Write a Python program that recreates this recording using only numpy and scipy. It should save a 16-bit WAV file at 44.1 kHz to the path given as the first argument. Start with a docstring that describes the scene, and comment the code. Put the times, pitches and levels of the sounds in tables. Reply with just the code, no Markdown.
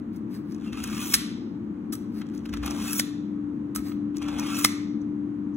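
"""A hard-walled kitchen: a knife is drawn three times through a spring-armed countertop sharpener, close by.
Each time the blade clinks into the slot, slides down, grinds along the carbide jaws and lets them snap shut.
Rasp and rubbing are coloured streams of tiny slips; blows are short noisy bursts that ring metal modes.
An appliance hums behind, filtered noise with one tone that slowly grows; two microphone ports hear it all."""
import sys
import numpy as np
from scipy import signal
from scipy.fft import rfft, irfft
from scipy.io import wavfile
from scipy.ndimage import uniform_filter1d

SR = 44100
rng = np.random.default_rng(int(sys.argv[2]) if len(sys.argv) > 2 else 0)


def store_pcm(level_fs):
    """Save levels as 16-bit WAV."""
    pcm = np.round(np.clip(level_fs, -1, 1) * 32767).astype(np.int16)
    wavfile.write(sys.argv[1], SR, np.atleast_2d(pcm).T)


N = 245548
TIME = np.arange(N) / SR
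BINS = np.fft.rfftfreq(N, 1 / SR)

# one draw of the knife, from the bite to the snap: (bite t/s, resting time before it/s,
# level at the bite/dB, level at the tip ahead of the point's swell/dB, added swell partway/dB,
# brightness at the bite/dB, brightness at the tip ahead of the point's hiss/dB,
# groan of the frame/dB, shudder of the base/dB)
PULLS = [(0.745, .2, -48.5, -32, 1, -4.5, 7.5, 1, -47.5),
         (2.635, .36, -49.5, -28.5, 0, -5.5, 11, 11.5, -42),
         (4.223, .08, -45.5, -33.5, 0, -10, 2.5, 11.5, -45)]
# the jaws clashing as the tip leaves them: (t/s, crack level ahead of the jaws' ring/dB, fading time/ms,
# time to the rebound/ms, change per rebound/dB, lower frame mode f/Hz, its level/dB,
# upper frame mode f/Hz, its level/dB, share of thud/dB, share of top sparkle/dB, share thrown into the room/dB)
SNAPS = [(1.1404, -6, 1.3, 4.5, -6, 1347, -26, 2310, -21.5, -42, -3.5, 0.5),
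         (2.9961, -14.5, 1.86, 3.36, -7, 1490, -25.5, 1790, -20, -21.5, -15.5, -1.5),
         (4.6464, -8.5, 1.13, 2.4, 0.5, 1230, -12, 2070, -9.5, -26.5, -6, -1.5)]
# colour of the top sparkle of steel on steel: (f/Hz, relative level/dB)
SPARKLE = [(5000, -30.5), (9000, -1), (12700, -2.5), (15600, -9)]
# blade resonances are fainter at the heel: their share is this at the heel and this plus 1 at the tip
HEEL_RIPPLE = .35


def amp(db):
    """Decibels to amplitude."""
    return 10 ** (np.asarray(db) / 20)


def unit(x):
    """Scale to rms 1."""
    return x / np.sqrt(np.mean(x ** 2) + 1e-20)


def read(points, hz):
    """A spectrum, joined by straight lines over log frequency."""
    f, value = np.transpose(points)
    return np.interp(np.log(hz + 1), np.log(f + 1), value)


def add(mix, s, sound):
    """Lay a sound into the mix from time s on."""
    part = mix[round(s * SR):][:len(sound)]
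    part += sound[:len(part)]


def drift(rate_hz):
    """Chance wandering of rms 1, mostly slower than the rate."""
    return unit(irfft(rfft(rng.standard_normal(N)) / (1 + (BINS / rate_hz) ** 4), N))


def swell(s, rise_s, fall_s):
    """A rounded rise to 1 at time s and a fall after it."""
    return np.exp(-((TIME - s) / np.where(TIME < s, rise_s, fall_s)) ** 2)


def colour(x, points, size=2048):
    """Causal filter with the shape of the given spectrum and a power gain of 1."""
    log_gain = np.log(amp(read(points, abs(np.fft.fftfreq(size, 1 / SR)))))
    taps = np.fft.ifft(np.exp(np.conj(signal.hilbert(log_gain)))).real
    return signal.oaconvolve(x, taps / np.linalg.norm(taps))[:N]


def burst(fade_ms, rise=.25, uneven_db=4.0):
    """Metal chattering on metal: an uneven rush of tiny contacts that swells quickly and dies away."""
    age = TIME[:SR // 12] * 10 ** 3 / fade_ms
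    even = np.exp(-age) * (1 - np.exp(-age / rise)) * (1 + 2 * rise)
    clumps = unit(uniform_filter1d(rng.standard_normal(len(age)), size=24))
    clumped = even * amp(uneven_db * clumps)
    signs = rng.choice([-1., 1.], len(age))
    return signs * clumped * np.linalg.norm(even) / np.linalg.norm(clumped)  # clumping keeps the energy


def mode(hz, t60):
    """One dying vibration."""
    t = TIME[:SR // 2]
    return np.sin(2 * np.pi * hz * t) * np.exp(-np.log(1000) * t / t60)


def grains(per_s, spread_db, smooth):
    """Random micro-slips of uneven size over a smooth hiss."""
    size = amp(spread_db * np.minimum(rng.exponential(1, N), 4)) * rng.choice([-1., 1.], N)
    slips = unit(size * (rng.random(N) < per_s / SR))
    return unit(slips + smooth * rng.standard_normal(N))


def diffuse(a, b):
    """Two unrelated signals become a left-right pair with a chosen likeness per frequency."""
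    # likeness of left and right: (f/Hz, likeness/0-1)
    alike = [(100, 0.98), (330, 0.91), (700, 0), (1500, 0.1), (3500, 0), (4700, 0.83), (9000, 1),
             (15000, 0.4)]
    same = np.clip(read(alike, BINS), 0, 1)
    a, b = rfft(a, N), rfft(b, N)
    return irfft(np.array([a, same * a + np.sqrt(1 - same ** 2) * b]), N)


def blade_ring():
    """The steel blade's answer to one blow: a sum of dying modes."""
    # ringing of the blade: (f/Hz, relative level/dB, t60/s)
    blade = [(1275, -7, .12), (4005, -14, .08), (4800, -12, .08), (5350, -13, .07), (6340, -10, .1),
             (7700, -8, .07), (8010, -5, .07), (8150, -4, .07), (9250, -2, .06), (11930, -6, .06),
             (12700, -2, .06), (13000, -3, .07), (14480, -10, .05), (15600, -9, .08)]
    return sum(amp(db) * mode(hz, t60) for hz, db, t60 in blade)


def through_jaws(x, ring_db=0.5, direct_db=0.5):
    """The sharpener's metal parts ring along with whatever shakes them."""
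    # narrow resonances of jaws, arms and frame: (f/Hz, width/Hz, relative level/dB)
    jaws = [(1171, 77, -1), (1345, 52, -6), (1570, 60, -2.5), (2130, 53, -5), (2324, 50, -6.5),
            (2540, 190, 2), (3220, 110, -2.5), (3550, 100, -8), (5620, 86, 1), (5820, 160, 2),
            (6040, 36, 2), (6341, 60, -1), (7081, 110, 0.5), (7900, 400, -5.5), (9560, 500, 1.5),
            (10975, 110, 0.5), (11376, 90, -1), (13100, 500, -2.5)]
    ring = sum(amp(db) * signal.lfilter(*signal.iirpeak(hz, hz / width, fs=SR), x) for hz, width, db in jaws)
    return amp(direct_db) * x + amp(ring_db) * ring


def appliance(hum_db=-34.0, tone_hz=293.3, waver_hz=0.31, flutter_db=1.06, tone_side_db=6):
    """A fan's low rush, and one slightly wavering motor tone, from the left."""
    # colour of the rush: (f/Hz, relative level/dB)
    hum = [(25, -42), (45, -29), (105, -11.5), (165, -13.5), (185, -4.5), (200, -4), (216, 3), (238, -4.5),
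           (252, -3.5), (275, -10), (330, -6), (375, -17.5), (450, -22.5), (600, -32.5), (1150, -32),
           (2200, -45.5), (3500, -54.5), (7000, -64), (15000, -71.5)]
    # the rush leans mostly to the left: (f/Hz, left minus right level/dB)
    hum_side = [(50, -1.5), (130, 4), (215, 3.5), (300, 5), (500, 3.5), (1000, -0.5)]
    tone_s, tone_db = [1.6, 3.44], [-41, -32.5]  # the tone grows once from soft to loud
    sides = np.array([[.5], [-.5]])
    noise = diffuse(*rng.standard_normal((2, N)))
    rush = rfft(noise) * amp(read(hum, BINS) + sides * read(hum_side, BINS))
    tone = np.sqrt(2) * np.sin(2 * np.pi * np.cumsum(tone_hz + waver_hz * drift(1.97)) / SR)
    level_db = np.interp(TIME, tone_s, tone_db) + flutter_db * drift(4.8)
    return amp(hum_db) * unit(irfft(rush, N)) + tone * amp(level_db + sides * tone_side_db)


def kitchen(sent, room_db=-12, near_db=-12, near_s=0.0088, build_s=0.0011):
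    """Each direction takes its own paths: quick scatter off the counter and jars, then a tail dull at its end."""
    # the kitchen's reverberation: (f/Hz, t60/s)
    reverberation = [(300, 0.78), (1300, .68), (3500, 0.66), (5500, 0.6), (7500, .42), (10000, 0.31),
                     (15000, 0.21)]
    # strength of the reverberation: (f/Hz, relative level/dB)
    lively = [(300, 3.5), (950, 0), (1170, 6), (1600, 2), (2050, 5.5), (2650, 2), (3700, 2.5), (4800, -3),
              (7000, -1), (15000, 1.5)]
    hz, t, z = signal.stft(rng.standard_normal((len(sent), 2, SR)), SR, nperseg=512)
    decay = np.exp(-np.log(1000) * t / read(reverberation, hz)[:, None]) * (1 - np.exp(-t / build_s))
    tail = signal.istft(z * decay * amp(read(lively, hz))[:, None], SR, nperseg=512)[1][..., :SR]
    near = rng.standard_normal(tail.shape) * np.exp(-TIME[:SR] / near_s)
    echo = amp(room_db) * tail / np.linalg.norm(tail[:, 0])
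    echo += amp(near_db) * near / np.linalg.norm(near[:, 0])
    return diffuse(*signal.fftconvolve(sent[:, None], echo, axes=2).sum(0)[:, :N])


def shudder():
    """The drag of the blade shakes the base against the counter, most just after the bite."""
    # colour of the shaking: (f/Hz, relative level/dB)
    rumble = [(25, -48), (45, -9.5), (60, 8), (80, -1.5), (120, -11.5), (300, -60.5)]
    # the base rocking on the counter as the load changes: (t/s, level/dB)
    thumps = [(1.18, -44), (2.58, -45), (3.8, -47)]
    thump_s = .04
    rise, lag_s, fall_s = 0.69, .03, 0.19  # the rise is a share of the resting time
    drag = sum(amp(db) * swell(bite + lag_s, rise * rest_s, fall_s) for bite, rest_s, *_, db in PULLS)
    rocking = sum(amp(db) * swell(s, thump_s, thump_s) for s, db in thumps)
    shaking = unit(irfft(rfft(rng.standard_normal(N)) * amp(read(rumble, BINS)), N))
    return shaking * (drag + rocking)


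def handling():
    """Faint scratches as the grip on the lifted knife shifts."""
    # colour of the scratches: (f/Hz, relative level/dB)
    grip = [(2000, -26), (4500, -4), (6300, 3), (8000, -17), (12000, -24.5)]
    # the grip shifting: (t/s, level/dB)
    shifts = [(5.016, -62.5), (5.548, -65)]
    shift_s = .009
    touch = sum(amp(db) * swell(s, shift_s, shift_s) for s, db in shifts)
    return colour(grains(per_s=970, spread_db=3.5, smooth=.4) * touch, grip)


def sliding():
    """The flat of the blade brushes the guides: light rubbing whispers and sets the free blade singing."""
    # brushes: (loudest at t/s, swelling/s, fading/s, level/dB, share of blade ring/dB)
    slides = [(0.15, 0.019, 0.033, -60, -16), (0.346, 0.032, 0.044, -52, -8),
              (0.529, 0.061, 0.013, -58.5, -16.5), (1.96, 0.0092, 0.035, -70, -10),
              (2.2, 0.059, 0.017, -51.5, -12), (2.35, 0.025, 0.04, -59.5, -17),
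              (3.769, 0.0036, 0.03, -45, -24), (3.871, 0.029, 0.043, -49, -1),
              (4.162, 0.013, 0.018, -56.5, -30.5)]
    # colour of the whisper: (f/Hz, relative level/dB)
    whisper = [(400, 3), (1250, 10.5), (2200, 5.5), (3300, -1.5), (4700, 7), (5800, 0.5), (7200, -11.5),
               (9300, 3), (11300, -4.5), (13000, -1.5), (14500, 0), (15600, -4)]
    rub = grains(per_s=700, spread_db=2.5, smooth=0.4)
    touch = np.array([amp(db) * swell(s, rise_s, fall_s) for s, rise_s, fall_s, db, _ in slides])
    singing = amp([row[-1] for row in slides]) @ touch
    ring = blade_ring()
    sung = signal.oaconvolve(rub * singing, ring / np.linalg.norm(ring))[:N]
    return colour(rub * touch.sum(0), whisper) + sung


def contacts():
    """Every blow of the blade as (s, level dB, fading time ms, shares in dB of knock, blade ring, sparkle)."""
    # the free blade striking the steel guides as it drops into the slot:
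    # (t/s, level ahead of the jaws' ring/dB, fading time/ms, share of blade ring/dB)
    landings = [(0.161, -55, 3.2, -9), (1.923, -38.5, 7.6, -9), (1.93, -39, 7, 1.5), (1.9523, -41, 2, -8),
                (3.749, -37.5, 6, -5.5), (3.76, -28, 2, -3.5)]
    # the held edge catching on the jaws:
    # (t/s, level ahead of the jaws' ring/dB, share of the frame's knock/dB, share of top sparkle/dB)
    catches = [(0.5203, -49, -11.5, -18), (0.5464, -45, -18, -20), (0.729, -43.5, 9, -7),
               (0.839, -30, -1.5, 1), (0.875, -38, -15, 3), (0.946, -37.5, -8, -7),
               (2.2149, -51.5, 13.5, -13), (2.266, -53.5, -4, -22), (2.349, -48.5, -19, -16),
               (2.378, -42.5, -20, -20), (2.456, -47.5, 8, -2), (2.492, -48.5, 4.5, -13),
               (2.528, -48.5, 8, -15), (2.537, -40, 11.5, -2), (2.57, -42, 3, -22), (2.631, -43, 10, -9),
               (2.66, -34, 1.5, 2), (2.677, -39.5, 6, -5), (2.707, -31, -6.5, -10),
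               (2.9309, -28.5, -5.5, 7), (3.9174, -58.5, 16, -19), (4.168, -35.5, -14, -6.5),
               (4.182, -42, -17.5, -14), (4.219, -44, -0.5, -12), (4.227, -40.5, -6, -13.5),
               (4.283, -38.5, -0.5, -14.5), (4.385, -33.5, -6.5, -14), (4.396, -28, -11.5, -6),
               (4.468, -36.5, -8.5, -5), (4.586, -37, -1.5, 10.5)]
    landing_knock_db, landing_sparkle_db, held_ring_db = -4, 2.5, -26.0
    catch_ms, growth_per_db = 2.7, .03  # a blunt catch, with more knock, also lasts longer
    lead_s, lead_db = 0.0046, -10  # a softer touch leads into each catch: how early, share of the catch
    # faint random ticks while the edge settles between the jaws
    settle_gap_s, settle_db, settle_spread_db, settle_ms = .014, -59, 6, 1.0
    settle_shares_db = 5.5, held_ring_db, -28

    blows = [(s, db, fade_ms, landing_knock_db, ring_db, landing_sparkle_db)
             for s, db, fade_ms, ring_db in landings]
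    for s, db, knock_db, sparkle_db in catches:
        fade_ms = catch_ms * np.exp(growth_per_db * knock_db)
        shape = fade_ms, knock_db, held_ring_db, sparkle_db
        blows += [(s - lead_s, db + lead_db, *shape), (s, db, *shape)]
    for bite, rest_s, *_ in PULLS:
        starts = np.arange(bite - rest_s, bite, settle_gap_s)
        for s, (late, size) in zip(starts, rng.random((40, 2))):
            db = settle_db + settle_spread_db * (2 * size - 1)
            blows.append((s + late * settle_gap_s, db, settle_ms, *settle_shares_db))
    return blows


def clinks(blows):
    """Each contact gives a tick, some steel sparkle, a knock of the frame and some ring of the blade."""
    # colours of tick and knock: (f/Hz, relative level/dB)
    tick_colour = [(400, -26), (2000, -22.5), (4000, -0.5), (5800, 5), (7500, -2.5), (9200, -2.5),
                   (10800, -8.5), (12700, -22.5), (15600, -23)]
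    knock_colour = [(200, -29.5), (600, -6.5), (950, -4), (1270, 3), (1750, -1), (2300, -6.5), (3200, -4.5),
                    (4500, -7), (9000, -36)]
    tick, sparkle, knock, ring = np.zeros((4, N))
    steel = blade_ring()
    for s, db, fade_ms, knock_db, ring_db, sparkle_db in blows:
        add(tick, s, amp(db) * burst(fade_ms, rise=.4))
        add(sparkle, s, amp(db + sparkle_db) * burst(fade_ms, rise=0.31))
        add(knock, s, amp(db + knock_db) * burst(fade_ms, rise=0.39))
        add(ring, s, amp(db + ring_db) * steel)
    struck = colour(tick, tick_colour) + colour(knock, knock_colour)
    return through_jaws(struck, ring_db=-5.5, direct_db=-1.5) + colour(sparkle, SPARKLE) + ring


def squeals():
    """The edge locks onto one resonance of the jaws for a moment: a narrow band of noise around it."""
    # squeals: (t/s, half length/s, f/Hz, level/dB)
    locks = [(0.685, 0.012, 2720, -47.5), (0.733, 0.012, 2630, -43), (0.784, 0.013, 2670, -48.5),
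             (2.93, 0.059, 1320, -48), (4.54, 0.023, 1363, -42), (4.553, 0.057, 2590, -45),
             (4.589, 0.01, 1210, -41)]
    width_hz = 32
    total = np.zeros(N)
    for s, half_s, hz, db in locks:
        phase = 2 * np.pi * hz * TIME
        tone = drift(width_hz) * np.cos(phase) + drift(width_hz) * np.sin(phase)
        total += amp(db) * swell(s, half_s, half_s) * tone
    return total


def stroke():
    """The pulls as controls: level and brightness change along the blade, the groan passes with the heel."""
    # the edge digging in for a moment: (t/s, half length/s, added rasp level/dB)
    digs = [(0.662, 0.028, -54), (0.79, 0.014, -48.5), (1.124, 0.0037, -36), (2.649, 0.014, -42.5),
            (2.672, 0.012, -40), (2.714, 0.014, -42), (4.222, 0.0045, -44), (4.287, 0.0062, -38.5),
            (4.394, 0.0083, -44.5), (4.592, 0.0082, -33.5)]
    # before the bite the edge only rests on the jaws: this much quieter, and growing
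    resting_db, resting_db_per_s, bite_s = -11, 40.5, 0.019
    speed_power = 1  # the blade speeds up as this power of the way through the pull
    # a slight added swell partway through a pull: where and how wide (shares of the pull)
    partway_at, partway_width = 0.67, 0.058
    # the frame groans while the heel bears down (shares of the pull), over this bass without it
    groan_at, groan_width, unloaded_db = 0.25, 0.34, -3
    # at the curved point the rasp swells into the snap (part added, relative to the rasp) and hisses brighter
    point_db, point_s, point_bright_db, point_bright_s = -0.5, 0.018, 7.5, 0.1

    gain, bright_db, groan_db, travel = np.zeros((4, N))
    for pull, (leave, *_) in zip(PULLS, SNAPS):
        bite, rest_s, bite_db, tip_db, swell_db, bite_bright, tip_bright, groan, _ = pull
        way = np.clip((TIME - bite) / (leave - bite), 0, 1)
        speed = way ** speed_power
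        held = (TIME >= bite - rest_s) & (TIME <= leave)
        rest_db = resting_db * np.clip((bite - TIME) / bite_s, 0, 1)
        rest_db -= resting_db_per_s * np.maximum(bite - TIME, 0)
        partway_db = swell_db * np.exp(-((way - partway_at) / partway_width) ** 2)
        point = 1 + amp(point_db) * swell(leave, point_s, point_s)
        gain += held * amp(bite_db + (tip_db - bite_db) * way + partway_db + rest_db) * point
        hiss_db = point_bright_db * swell(leave, point_bright_s, point_bright_s)
        bright_db += held * (bite_bright + (tip_bright - bite_bright) * speed + hiss_db)
        groan_db += held * (unloaded_db + groan * np.exp(-((way - groan_at) / groan_width) ** 2))
        travel += held * way * speed
    gain += sum(amp(db) * swell(s, half_s, half_s) for s, half_s, db in digs)
    return gain, bright_db, groan_db, travel


def blade_spans(hz, travel):
    """Bending waves stand on both sides of the jaws: handle-side modes fall, tip-side modes rise (dB)."""
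    # how far the gliding modes stand out, ahead of the heel-to-tip share: (f/Hz, depth/dB)
    glide_depth = [(900, .8), (3000, 1.4), (7000, 2.3), (15000, 1.6)]
    # where the jaws sit at the start and end of a pull (shares of the blade's length)
    lowest_hz, heel_share, tip_share, tip_side = 48, .5, .88, .6
    order = np.sqrt(hz / lowest_hz)[:, None]
    behind = heel_share + (tip_share - heel_share) * travel
    falling = np.cos(2 * np.pi * order * behind)
    rising = np.cos(2 * np.pi * order * (1 - behind))
    return read(glide_depth, hz)[:, None] * (HEEL_RIPPLE + travel ** 2) * (falling + tip_side * rising)


def grinding(loudness, bright_db, groan_db, travel, chatter_db=1.6, chatter_hz=160):
    """Carbide shaves the edge in countless slips: a dull rasp at the heel, a brighter hiss toward the tip."""
    # colour of the rasp: (f/Hz, relative level/dB)
    rasp_colour = [(250, -28), (550, -4), (750, -2.5), (950, 0.5), (1250, 2), (1900, -8), (2650, -4),
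                   (3400, -3), (4300, -7), (5800, -9.5), (7500, -10.5), (9500, -11), (12500, -17.5),
                   (15500, -16.5)]
    # bands that open along the pull, and those that groan: (f/Hz, share of the control)
    bright_share = [(1300, 0.06), (2800, 0.065), (4500, .35), (6500, 0.79), (10000, 0.95), (15000, 1.47)]
    groan_share = [(800, 1), (1300, 0)]
    # how far resonances flare at random, ahead of the heel-to-tip share: (f/Hz, depth/dB)
    flare_depth = [(1200, 1.5), (4000, 2.8), (10000, 4)]
    # slower random holds, all along the pull: (f/Hz, depth/dB)
    hold_depth = [(600, 2.6), (1200, 3.4), (3500, 3.5), (6000, 2.4), (12000, 2)]

    slips = grains(per_s=2800, spread_db=1.5, smooth=0.58) * amp(chatter_db * drift(chatter_hz))
    hz, t, z = signal.stft(colour(slips, rasp_colour), SR, nperseg=512, noverlap=384)
    way = np.interp(t, TIME, travel)
    shade_db = np.outer(read(bright_share, hz), np.interp(t, TIME, bright_db))
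    shade_db += np.outer(read(groan_share, hz), np.interp(t, TIME, groan_db))
    # resonances of the blade flare for an instant, most of all near the thin tip
    flares = uniform_filter1d(rng.standard_normal(z.shape), size=2, axis=0)
    flares = unit(uniform_filter1d(flares, size=6, axis=1))
    holds = unit(uniform_filter1d(rng.standard_normal(z.shape), size=12, axis=1))
    shade_db += holds * read(hold_depth, hz)[:, None]
    shade_db += flares * read(flare_depth, hz)[:, None] * (HEEL_RIPPLE + way ** 2)
    gain = amp(shade_db + blade_spans(hz, way))
    power = amp(read(rasp_colour, hz))[:, None] ** 2
    gain = gain / np.sqrt((power * gain ** 2).sum(0) / power.sum())  # colour changes, loudness stays
    rasp = signal.istft(z * gain, SR, nperseg=512, noverlap=384)[1][:N]
    return unit(through_jaws(rasp)) * loudness


def snaps(in_room):
    """The sprung jaws slam, rebound and rattle; the frame rings briefly and the freed steel lingers faintly."""
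    # colours of crack and thud: (f/Hz, relative level/dB)
    crack_colour = [(200, -33), (700, -27.5), (1050, -15.5), (1400, -1), (2800, -3.5), (4300, 3.5),
                    (5600, 4.5), (7300, -0.5), (9300, 4), (12000, -5), (15600, -11)]
    thud_colour = [(200, -14.5), (430, 1), (700, -7), (1000, -4), (2000, -25), (6000, -46.5)]
    # the freed blade and arms ring on faintly: (f/Hz, level/dB, t60/s)
    lingering = [(1146, -55, 0.47), (1980, -60.5, .5), (2850, -62, 0.36), (4200, -57.5, .4),
                 (13900, -61.5, .3)]
    # the tip grazes the jaws just before they meet; the frame answers just after
    graze_s, graze_db, graze_ms, frame_lag_s = 0.0039, -13.5, 3.5, 0.002086
    # the jaws rattle once more as they settle: how late, share of the crack, fading time
    rattle_s, rattle_db, rattle_ms = .008, -13.5, 4.5
    frame_room_db = -5.5  # the flat frame rings mostly toward the microphones, less into the room
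    arm_hz, arm_db = 4020, -9  # the spring arms ring with every snap, at a share of the crack
    lower_t60, upper_t60, arm_t60 = .028, .02, .012

    crack, thud, sparkle, frame = np.zeros((4, N))
    linger = sum(amp(db) * mode(hz, t60) for hz, db, t60 in lingering)
    for snap in SNAPS:
        s, db, fade_ms, rebound_ms, loss_db, lower_hz, lower_db, upper_hz, upper_db, *shares_db = snap
        thud_db, sparkle_db, room_db = shares_db
        blows = [(s - graze_s, graze_db, graze_ms), (s + rattle_s, rattle_db, rattle_ms)]
        blows += [(s + k * rebound_ms / 10 ** 3, k * loss_db, fade_ms) for k in range(2)]
        for at, blow_db, blow_ms in blows:
            for part, share_db in (crack, 0), (thud, thud_db), (sparkle, sparkle_db):
                level = amp(db + blow_db + share_db + in_room * room_db)
                add(part, at, level * burst(blow_ms, rise=0.3, uneven_db=1.5))
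        ring = amp(lower_db) * mode(lower_hz, lower_t60)
        ring += amp(upper_db) * mode(upper_hz, upper_t60)
        ring += amp(db + arm_db) * mode(arm_hz, arm_t60)
        add(frame, s + frame_lag_s, amp(in_room * (room_db + frame_room_db)) * ring + linger)
    cracked = through_jaws(colour(crack, crack_colour), ring_db=-15.0, direct_db=2.0)
    return cracked + colour(thud, thud_colour) + colour(sparkle, SPARKLE) + frame


def knife(rubbing, blows, in_room):
    """All that blade and sharpener radiate in one direction; the blows' fine grain differs by direction."""
    return rubbing + clinks(blows) + snaps(in_room)


def scene():
    """The knife heard directly and through the kitchen, over the hum and the shaking counter."""
    rubbing = grinding(*stroke()) + squeals() + sliding() + handling()
    blows = contacts()
    sent = np.array([knife(rubbing, blows, True) for _ in range(4)])
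    return knife(rubbing, blows, False) + kitchen(sent) + appliance() + shudder()


def record(dry):
    """Two microphone ports: the right lags, its phase turned above the bass; peaks clip; then a band limit."""
    lag_s, ceiling, edge_hz = .000232, .85, 15880
    # phase turn in radians over Hz
    turn = np.interp(BINS, [0, 400, 650, 1300, 2200, 2800], [0, .8, 2.5, 2.5, 2.9, 3.72])
    right = irfft(rfft(dry[1]) * np.exp(-1j * (2 * np.pi * BINS * lag_s - turn)), N)
    clipped = np.clip([dry[0], right], -ceiling, ceiling)
    lowpass = signal.firwin(1023, edge_hz, window=("kaiser", 9), fs=SR)
    return signal.oaconvolve(clipped, lowpass[None], "same", axes=1)


dry = scene()
out = record(dry)
store_pcm(out)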